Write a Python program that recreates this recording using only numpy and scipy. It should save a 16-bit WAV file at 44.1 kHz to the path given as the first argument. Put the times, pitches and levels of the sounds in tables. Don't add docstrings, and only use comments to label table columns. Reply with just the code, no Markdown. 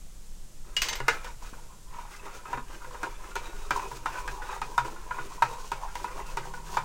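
import sys
import numpy as np
from scipy import signal
from scipy.fft import rfft, irfft, next_fast_len
from scipy.io import wavfile

SR = 44100
rng = np.random.default_rng(int(sys.argv[2]) if len(sys.argv) > 2 else 0)


def master_out(mix):
    frames = np.transpose(np.atleast_2d(mix))
    ceiling = np.clip(frames, -1, 1)
    pcm = np.round(ceiling * 32767).astype(np.int16)
    wavfile.write(sys.argv[1], SR, pcm)


def field_ratio(decibels):
    return 10 ** (np.asarray(decibels, dtype=float) / 20)


N = 301644
RING_SAMPLES = 5000

# [f/Hz, density/dB per Hz]
RUMBLE = [(1.8, -17), (3.0, 2.5), (16, 5.5), (27, 2), (40, -4), (76, -21.5), (90, -37), (120, -62),
          (200, -120)]
# [f/Hz, density/dB per Hz]
HISS = [(41, -45), (70, -4.5), (101, 1.5), (170, -0.5), (204, -3.5), (240, -10.5), (301, -8.5),
        (345, -10.5), (1740, -20.5), (4440, -19.5), (7170, -14.5), (15200, -28.5), (16300, -28)]
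# [f/Hz, level/dB rms]
MOTOR = [(157, -57), (195, -62.5)]
# [t/s, level/dB]
MOTOR_LEVEL = [
    (0, -18),
    (5.9, -22),
    (6.3, 0),
    (6.84, 3),
]

# [middle t/s,
# mouth level/dB, then base, wall, rasp levels/dB re mouth]
FIRST_STROKES = [(.71, -60.5, 1, 1, -15), (.84, -44.5, -9, -8.5, -5), (.95, -48.5, -5, 4, -12),
                 (1.13, -50.5, -3, 11, 2.5), (1.27, -48, -18, 2.5, -3), (1.45, -53, -3.5, 3.5, 1.5),
                 (1.57, -52.5, -7, -4, -4), (1.72, -57.5, -9, -8, -19), (1.98, -41, -19, -6.5, -13.5),
                 (2.14, -57.5, 1, 8.5, 5.5), (2.26, -45, -3.5, -1, -11.5), (2.35, -55, 3, 8, 4),
                 (2.53, -39, -4.5, -4, -12.5), (2.73, -49.5, -3, 2.5, -4)]
# [middle t/s, mouth level/dB, then base, wall, rasp levels/dB re mouth]
STROKES = [(2.89, -52, 0, 1, -1), (3.06, -45, -5, 0, -6), (3.26, -47, -6.5, -1, -5.5),
           (3.43, -44.5, -4, 1, -5.5), (3.62, -50.5, -1, 3.5, 0.5), (3.78, -38.5, -7, -7, -6.5),
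           (3.95, -47.5, -5.5, -3.5, -4.5), (4.16, -39, -7.5, -2.5, -7), (4.33, -42.5, -5, -8.5, -6.5),
           (4.5, -43, -8, 1, -6), (4.69, -44, -5.5, -9.5, -8), (4.86, -43, -4, -4.5, -5.5),
           (5.04, -47, -7.5, -6.5, -6.5), (5.2, -41, -9, -3, -7), (5.34, -42, -10, -7.5, -7),
           (5.52, -39.5, -9.5, -7, -9.5), (5.67, -46.5, -7, -5.5, -2), (5.83, -38.5, -13, -8.5, -13),
           (6.0, -51.5, 0, -1, 1.5), (6.17, -38.5, -10, -6.5, -12.5), (6.33, -47, -5, -1, -4),
           (6.47, -41.5, -12, -9, -10.5), (6.58, -45.5, -7.5, -8, -8), (6.73, -40.5, -11, -8.5, -5)]
FIRST_STROKE_S, STROKE_S = 0.044, 0.059
SKIRT_DB, SKIRT_WIDER = -18, 2.2
# [f/Hz, level/dB, t60/s]
BASE = [(253, -11.5, 0.087), (336.4, -5.5, 0.16), (407.2, 6.5, 0.088), (484.2, 2, 0.13), (554.5, -8, 0.19)]
# [f/Hz, level/dB, t60/s]
MOUTH = [(825, -20.5, 0.13), (909, -11.5, 0.069), (963.7, 6, 0.045), (1012, -4.5, 0.042)]
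# [f/Hz, level/dB, t60/s]
WALL = [(1305, 5, 0.039), (1440, 2, 0.056), (1574, 2, 0.033), (1748, -9, 0.063), (1966, -1, 0.018)]
# [f/Hz, level/dB, t60/s]
RIM = [(2362, -3, 0.099), (2530, -3, 0.11), (2796, -7, 0.053), (3660, -6.5, 0.046)]
# [f/Hz, density/dB per Hz]
WASH = [(250, -20), (500, -5.5), (1200, -3.5), (2000, -7), (3000, -13.5), (4500, -34.5)]
# [f/Hz, density/dB per Hz]
RASP = [(600, -12), (1500, -41), (2500, -1.5), (4000, -3.5), (6500, -0.5), (9000, -7.5), (13000, -15.5),
        (16000, -10)]

# [t/s, peak level/dB, then rattle, crack levels/dB re ring]
CHINKS = [
    (0.766, -16.5, -11, -7),
    (0.8187, -21.5, -1, 3),
    (0.8858, -24.5, -3.5, -14),
    (0.9537, -34, -2, -2),
]
# [f/Hz, level/dB, t60/s]
FIRST_RING = [(2035, -12, .06), (2874, 0, .26), (4700, -12, .16), (6298, -20, .12), (7181, -12, .06),
              (10850, -26, .08), (13625, -25, .12), (14170, -30, .06)]
# [f/Hz, level/dB, t60/s]
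SECOND_RING = [(2870, -6, .1), (4290, -8, .1), (4690, -4, .15), (5426, -6, .1), (6282, -4, .16),
               (7155, -4, .12), (11660, -18, .12), (13610, -9, .1), (14170, -8, .1), (15150, -11, .12),
               (14560, -16, .06), (8667, -12, .06)]
# [f/Hz, level/dB, t60/s]
THIRD_RING = [(2110, -7, .3), (3693, -11, .2), (4660, -9, .2), (6272, 0, .2), (11700, -16, .12),
              (13610, -13, .11), (14170, -15, .1), (15200, -15, .12)]
# [f/Hz, level/dB, t60/s]
LAST_RING = [(2110, -2, .2), (6275, -8, .1), (7640, -8, .1), (11700, -6, .13), (13610, -9, .1),
             (15150, -10, .1)]
STEEL = [FIRST_RING, SECOND_RING, THIRD_RING, LAST_RING]
# [t/s, level/dB]
SLIDE = [
    (0.82, -54),
    (0.87, -40),
    (0.91, -54),
    (0.935, -32.5),
    (0.95, -49),
    (0.99, -48),
    (1.01, -60),
]
DIP_S = 1.0
# [f/Hz, density/dB per Hz]
RATTLE = [(500, -19.5), (900, -11.5), (2050, -4.5), (4100, -8), (6100, -9), (8500, -17), (12000, -38),
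          (16000, -46)]
# [f/Hz, density/dB per Hz]
TICK = [(1500, -12), (3000, 1.5), (5700, 2.5), (8000, 2.5), (11000, -9), (16000, -10)]

# [t/s, mouth peak level/dB, then base, wall, tick levels/dB re mouth]
KNOCKS = [(1.003, -27, -6.5, -5, -15), (1.083, -19, -17, 5.5, -3.5), (1.246, -38.5, -3.5, -8, -2),
          (2.531, -23.5, -14, -5, -24), (2.574, -33, -9, 1.5, -18), (3.032, -26.5, -8.5, 0.5, -11.5),
          (3.356, -31, -5, 4, -2), (3.365, -26.5, -10.5, -2, -12), (3.708, -21.5, -12.5, 5.5, -9.5),
          (3.914, -35, -3, -5, -31), (4.059, -21.5, -26.5, -0.5, -18.5), (4.278, -34, -11, 8.5, -3.5),
          (4.617, -24.5, -20, -1.5, -13), (4.78, -14.5, -29, -2, -18.5), (5.11, -26, -32, 0.5, -32),
          (5.186, -26.5, -14, -6, -31), (5.423, -10.5, -29, -4, -20.5), (5.718, -20.5, -17.5, -8, -15),
          (5.955, -27.5, -22, -6.5, -9.5), (6.044, -23, -30, -9.5, -19), (6.372, -25.5, -11, -1, -9.5),
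          (6.771, -15.5, -22, -3, -20)]
# [t/s, mouth peak level/dB, wall level/dB re mouth]
TAPS = [(1.275, -41.5, -6), (1.423, -40.5, -19), (1.533, -40.5, -1), (1.962, -43, -9), (1.988, -34.5, -22),
        (2.455, -34.5, -1.5), (2.845, -38.5, -0.5), (2.91, -38.5, -12), (2.946, -34, -6),
        (3.07, -31.5, -21), (3.794, -28.5, -3.5), (4.42, -40, 7), (4.491, -30.5, -3), (4.528, -29, -9),
        (4.564, -30, -27), (4.65, -36, -9), (4.849, -31, -6), (4.877, -32.5, -10), (4.961, -38.5, -1),
        (6.111, -48, -2), (6.214, -35.5, -21), (6.538, -34, -1)]
TAP_BASE_DB, TAP_TICK_DB = -16.5, -18.5
RIM_DB, RIM_FOLLOWS = -6.5, 0.47
BASE_DAMP_DB_PER_S = 300
MOUTH_DAMP_DB_PER_S = 250
# [t/s, level/dB]
HIGH_BLOWS = [
    (1.003, -32.5),
    (1.083, -14),
    (1.092, -18.5),
]
# [f/Hz, level/dB, t60/s]
DRY_WALL = [(475, -8.5, 0.12), (1430, -15, 0.1), (1550, -6, 0.064), (1710, 3.5, 0.082), (1850, -10.5, 0.16),
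            (2053, 5, 0.045), (2180, -7.5, 0.1), (2820, -4.5, 0.071)]
# [t/s, peak level/dB]
THUMPS = [(1.001, -41), (1.084, -50.5), (1.52, -60), (2.537, -43), (2.85, -51), (3.03, -56), (3.709, -49),
          (3.919, -46), (4.067, -50), (4.279, -50.5), (4.599, -54), (4.781, -41.5), (5.108, -47.5),
          (5.197, -44.5), (5.425, -40), (5.724, -47.5), (6.375, -46.5), (6.765, -46)]
# (f/Hz, level/dB, t60/s)
TRAY = (128.7, 0, 0.39)
# [t/s, level/dB, f/Hz, t60/s]
BUMPS = [
    (1.528, -35.5, 230, 0.0086),
    (2.575, -39, 253, 0.1),
]

# [f/Hz, t60/s]
KITCHEN = [(150, 0.34), (1000, 0.14), (4000, 0.21), (12000, 0.082)]


def unit(x):
    return x / np.sqrt(np.mean(x ** 2) + 1e-20)


def along(points, hz):
    f, value = np.transpose(points)
    return np.interp(np.log(hz + 1), np.log(f + 1), value)


def level_curve(points):
    s, db = np.transpose(points)
    return np.interp(np.arange(N) / SR, s, db, left=-120)


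def wobble(rate):
    knots = rng.standard_normal(int(N * rate / SR) + 2)
    return 1.2 * np.interp(np.arange(N) * rate / SR, np.arange(len(knots)), knots)


def coloured(x, spectrum):
    size = next_fast_len(len(x) + 1024)
    gain = field_ratio(along(spectrum, np.fft.rfftfreq(size, 1 / SR)))
    return unit(irfft(rfft(x, size) * gain, size)[:len(x)])


def ring(modes, scatter_db, detune, rise_s, damp_db=0):
    t = np.arange(RING_SAMPLES) / SR
    hz, db, t60 = np.transpose(modes)[:, :, None]
    strength, shift = rng.standard_normal((2, len(modes), 1))
    decay = field_ratio(db + scatter_db * strength - 60 * t / t60)
    tones = decay * np.sin(2 * np.pi * hz * (1 + detune * shift) * t)
    rise = 1 - np.exp(-t / rise_s)
    fade_out = np.cos(np.pi / 2 * t / t[-1])
    x = tones.sum(0) * rise * field_ratio(-damp_db * t) * fade_out
    return x / abs(x).max()


def burst(spectrum, t60):
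    t = np.arange(RING_SAMPLES) / SR
    return coloured(rng.standard_normal(RING_SAMPLES), spectrum) * field_ratio(-60 * t / t60)


def add(track, s, x):
    track[round(s * SR):][:len(x)] += x


def background():
    t = np.arange(N) / SR
    rumble_db = -40 + 0.21 * t + 1.2 * wobble(5.6)
    rumble = field_ratio(rumble_db) * coloured(rng.standard_normal(N), RUMBLE)
    motor = np.zeros(N)
    for hz, db in MOTOR:
        motor += field_ratio(db + 3 + 1.5 * wobble(6)) * np.sin(2 * np.pi * hz * t)
    hiss = field_ratio(-55 + 0.12 * wobble(21)) * coloured(rng.standard_normal(N), HISS)
    return rumble + field_ratio(level_curve(MOTOR_LEVEL)) * motor + hiss


def pressure():
    t, power = np.arange(0, N / SR + .01, .005), 0
    for strokes, spread_s in [(FIRST_STROKES, FIRST_STROKE_S), (STROKES, STROKE_S)]:
        s, db, *parts_db = np.transpose(strokes)
        levels = field_ratio([db, *(db + np.array(parts_db))])
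        off = ((t - s[:, None]) / spread_s) ** 2
        press = np.exp(-off) + field_ratio(2 * SKIRT_DB) * np.exp(-off / SKIRT_WIDER ** 2)
        power = power + levels ** 2 @ press
    return [np.interp(np.arange(N) / SR, t, np.sqrt(p)) for p in power]


def drag(step=SR // 10):
    mouth, base, wall, rasp = pressure()
    out, clumps = np.zeros(N + SR), wobble(35)
    fade = np.sin(np.pi * np.arange(2 * step) / (2 * step))
    parts = [(MOUTH, mouth, 40), (BASE, base, 250), (WALL, wall * field_ratio(-2.5), 500), (RIM, wall * field_ratio(-10), 900)]
    for part, level, damp_db in parts:
        slip_db = 2.4 * clumps + 3.4 * wobble(50) + 4.2 * wobble(250)
        slips = unit(rng.standard_normal(N) * field_ratio(slip_db)) * level * field_ratio(-2.5)
        for k in range(5 * step, N, step):
            answer = ring(part, scatter_db=5, detune=.028, rise_s=.001, damp_db=damp_db)
            stretch = slips[k:k + 2 * step] * fade[:N - k]
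            add(out, k / SR, signal.fftconvolve(stretch, answer / np.linalg.norm(answer)))
    wash_db = 0.92 * clumps + 1.3 * wobble(200)
    wash = coloured(rng.standard_normal(N) * field_ratio(wash_db), WASH)
    grit_db = 2.0 * clumps + 2.0 * wobble(60) + 1.6 * wobble(900)
    grit = coloured(rng.standard_normal(N) * field_ratio(grit_db), RASP)
    return out[:N] + field_ratio(-6.0) * wall * wash + field_ratio(-2.5) * rasp * grit


def spoon():
    out, t = np.zeros(N + SR), np.arange(RING_SAMPLES) / SR
    gaps = np.append(np.diff(np.transpose(CHINKS)[0]), .05)
    for (s, db, rattle_db, crack_db), modes, gap in zip(CHINKS, STEEL, gaps):
        damping = field_ratio(-800 * np.maximum(t - gap, 0))
        bar = ring(modes, scatter_db=1.0, detune=0, rise_s=0.00027) * damping
        crack = field_ratio(crack_db) * burst(TICK, 0.0026)
        rattle = field_ratio(rattle_db) * burst(RATTLE, 0.12)
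        add(out, s, field_ratio(db) * (bar + crack + rattle))
    scuff_db = 2.3 * wobble(150) + 3 * wobble(700)
    scuff = coloured(rng.standard_normal(N) * field_ratio(scuff_db), RATTLE)
    slide_db = np.where(np.arange(N) < DIP_S * SR, level_curve(SLIDE), -120)
    return out[:N] + field_ratio(slide_db) * scuff


def blow(out, s, db, base_db, wall_db, tick_db):
    t = np.arange(RING_SAMPLES // 3) / SR
    rim_db = RIM_DB + RIM_FOLLOWS * (wall_db + tick_db)
    tick = burst(TICK, 0.017) + field_ratio(-7.0) * burst(RATTLE, 0.13)
    add(out, s - .001, field_ratio(db + tick_db + 0.5) * tick)
    add(out, s, field_ratio(db + wall_db - 14) * burst(WASH, 0.11))
    add(out, s, field_ratio(db + rim_db - 9.5) * burst(RATTLE, 0.11))
    parts = [(MOUTH, 0, .003, MOUTH_DAMP_DB_PER_S), (BASE, base_db, .003, BASE_DAMP_DB_PER_S),
             (WALL, wall_db, .0012, 0), (RIM, rim_db, .0008, 0)]
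    for part, level_db, rise_s, damp_db in parts:
        chatter = rng.standard_normal(len(t)) * field_ratio(-60 * t / 0.028)
        chatter[0] = field_ratio(0.82 * db + 40.0)
        answer = ring(part, scatter_db=3, detune=.016, rise_s=rise_s, damp_db=damp_db)
        rung = signal.fftconvolve(chatter, answer)
        add(out, s - .001, field_ratio(db + level_db + 0.5) * rung / abs(rung).max())


def knocks():
    out = np.zeros(N + SR)
    for s, db, base_db, wall_db, tick_db in KNOCKS:
        blow(out, s, db, base_db, wall_db, tick_db)
    for s, db, wall_db in TAPS:
        blow(out, s, db, TAP_BASE_DB, wall_db, TAP_TICK_DB)
    for s, db in HIGH_BLOWS:
        add(out, s - .001, field_ratio(db) * ring(DRY_WALL, scatter_db=3.5, detune=0.0057, rise_s=0.00081))
    for s, db in THUMPS:
        add(out, s, field_ratio(db + 0.5) * ring([TRAY], scatter_db=0, detune=0.0068, rise_s=0.01))
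    for s, db, hz, t60 in BUMPS:
        add(out, s, -field_ratio(db) * ring([(hz, 0, t60)], scatter_db=0, detune=0, rise_s=.0004))
    return out[:N]


def kitchen(x, spread_s=.22):
    out, step = np.zeros(N + SR), round(spread_s * SR)
    for k in range(0, N, step):
        hz, t, z = signal.stft(rng.standard_normal(SR // 3), SR, nperseg=256)
        decay = field_ratio(-60 * t / along(KITCHEN, hz)[:, None])
        tail = signal.istft(z * decay, SR, nperseg=256)[1]
        add(out, k / SR + .008, signal.fftconvolve(x[k:k + step], tail / np.linalg.norm(tail)))
    return out[:N]


def scene():
    room = background()
    jug = drag()
    handle = spoon()
    jug = jug + knocks()
    echo = kitchen(field_ratio(-11.5) * handle + field_ratio(-10) * jug)
    return (handle + jug + echo + room)[None]


def band_limit(x):
    return signal.sosfilt(signal.butter(12, 16820, fs=SR, output="sos"), x)


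def record(dry):
    passed = np.fft.rfftfreq(N, 1 / SR) < 15870
    mix = irfft(rfft(dry) * passed, N)
    return band_limit(mix)


dry = scene()
out = record(dry)
master_out(out)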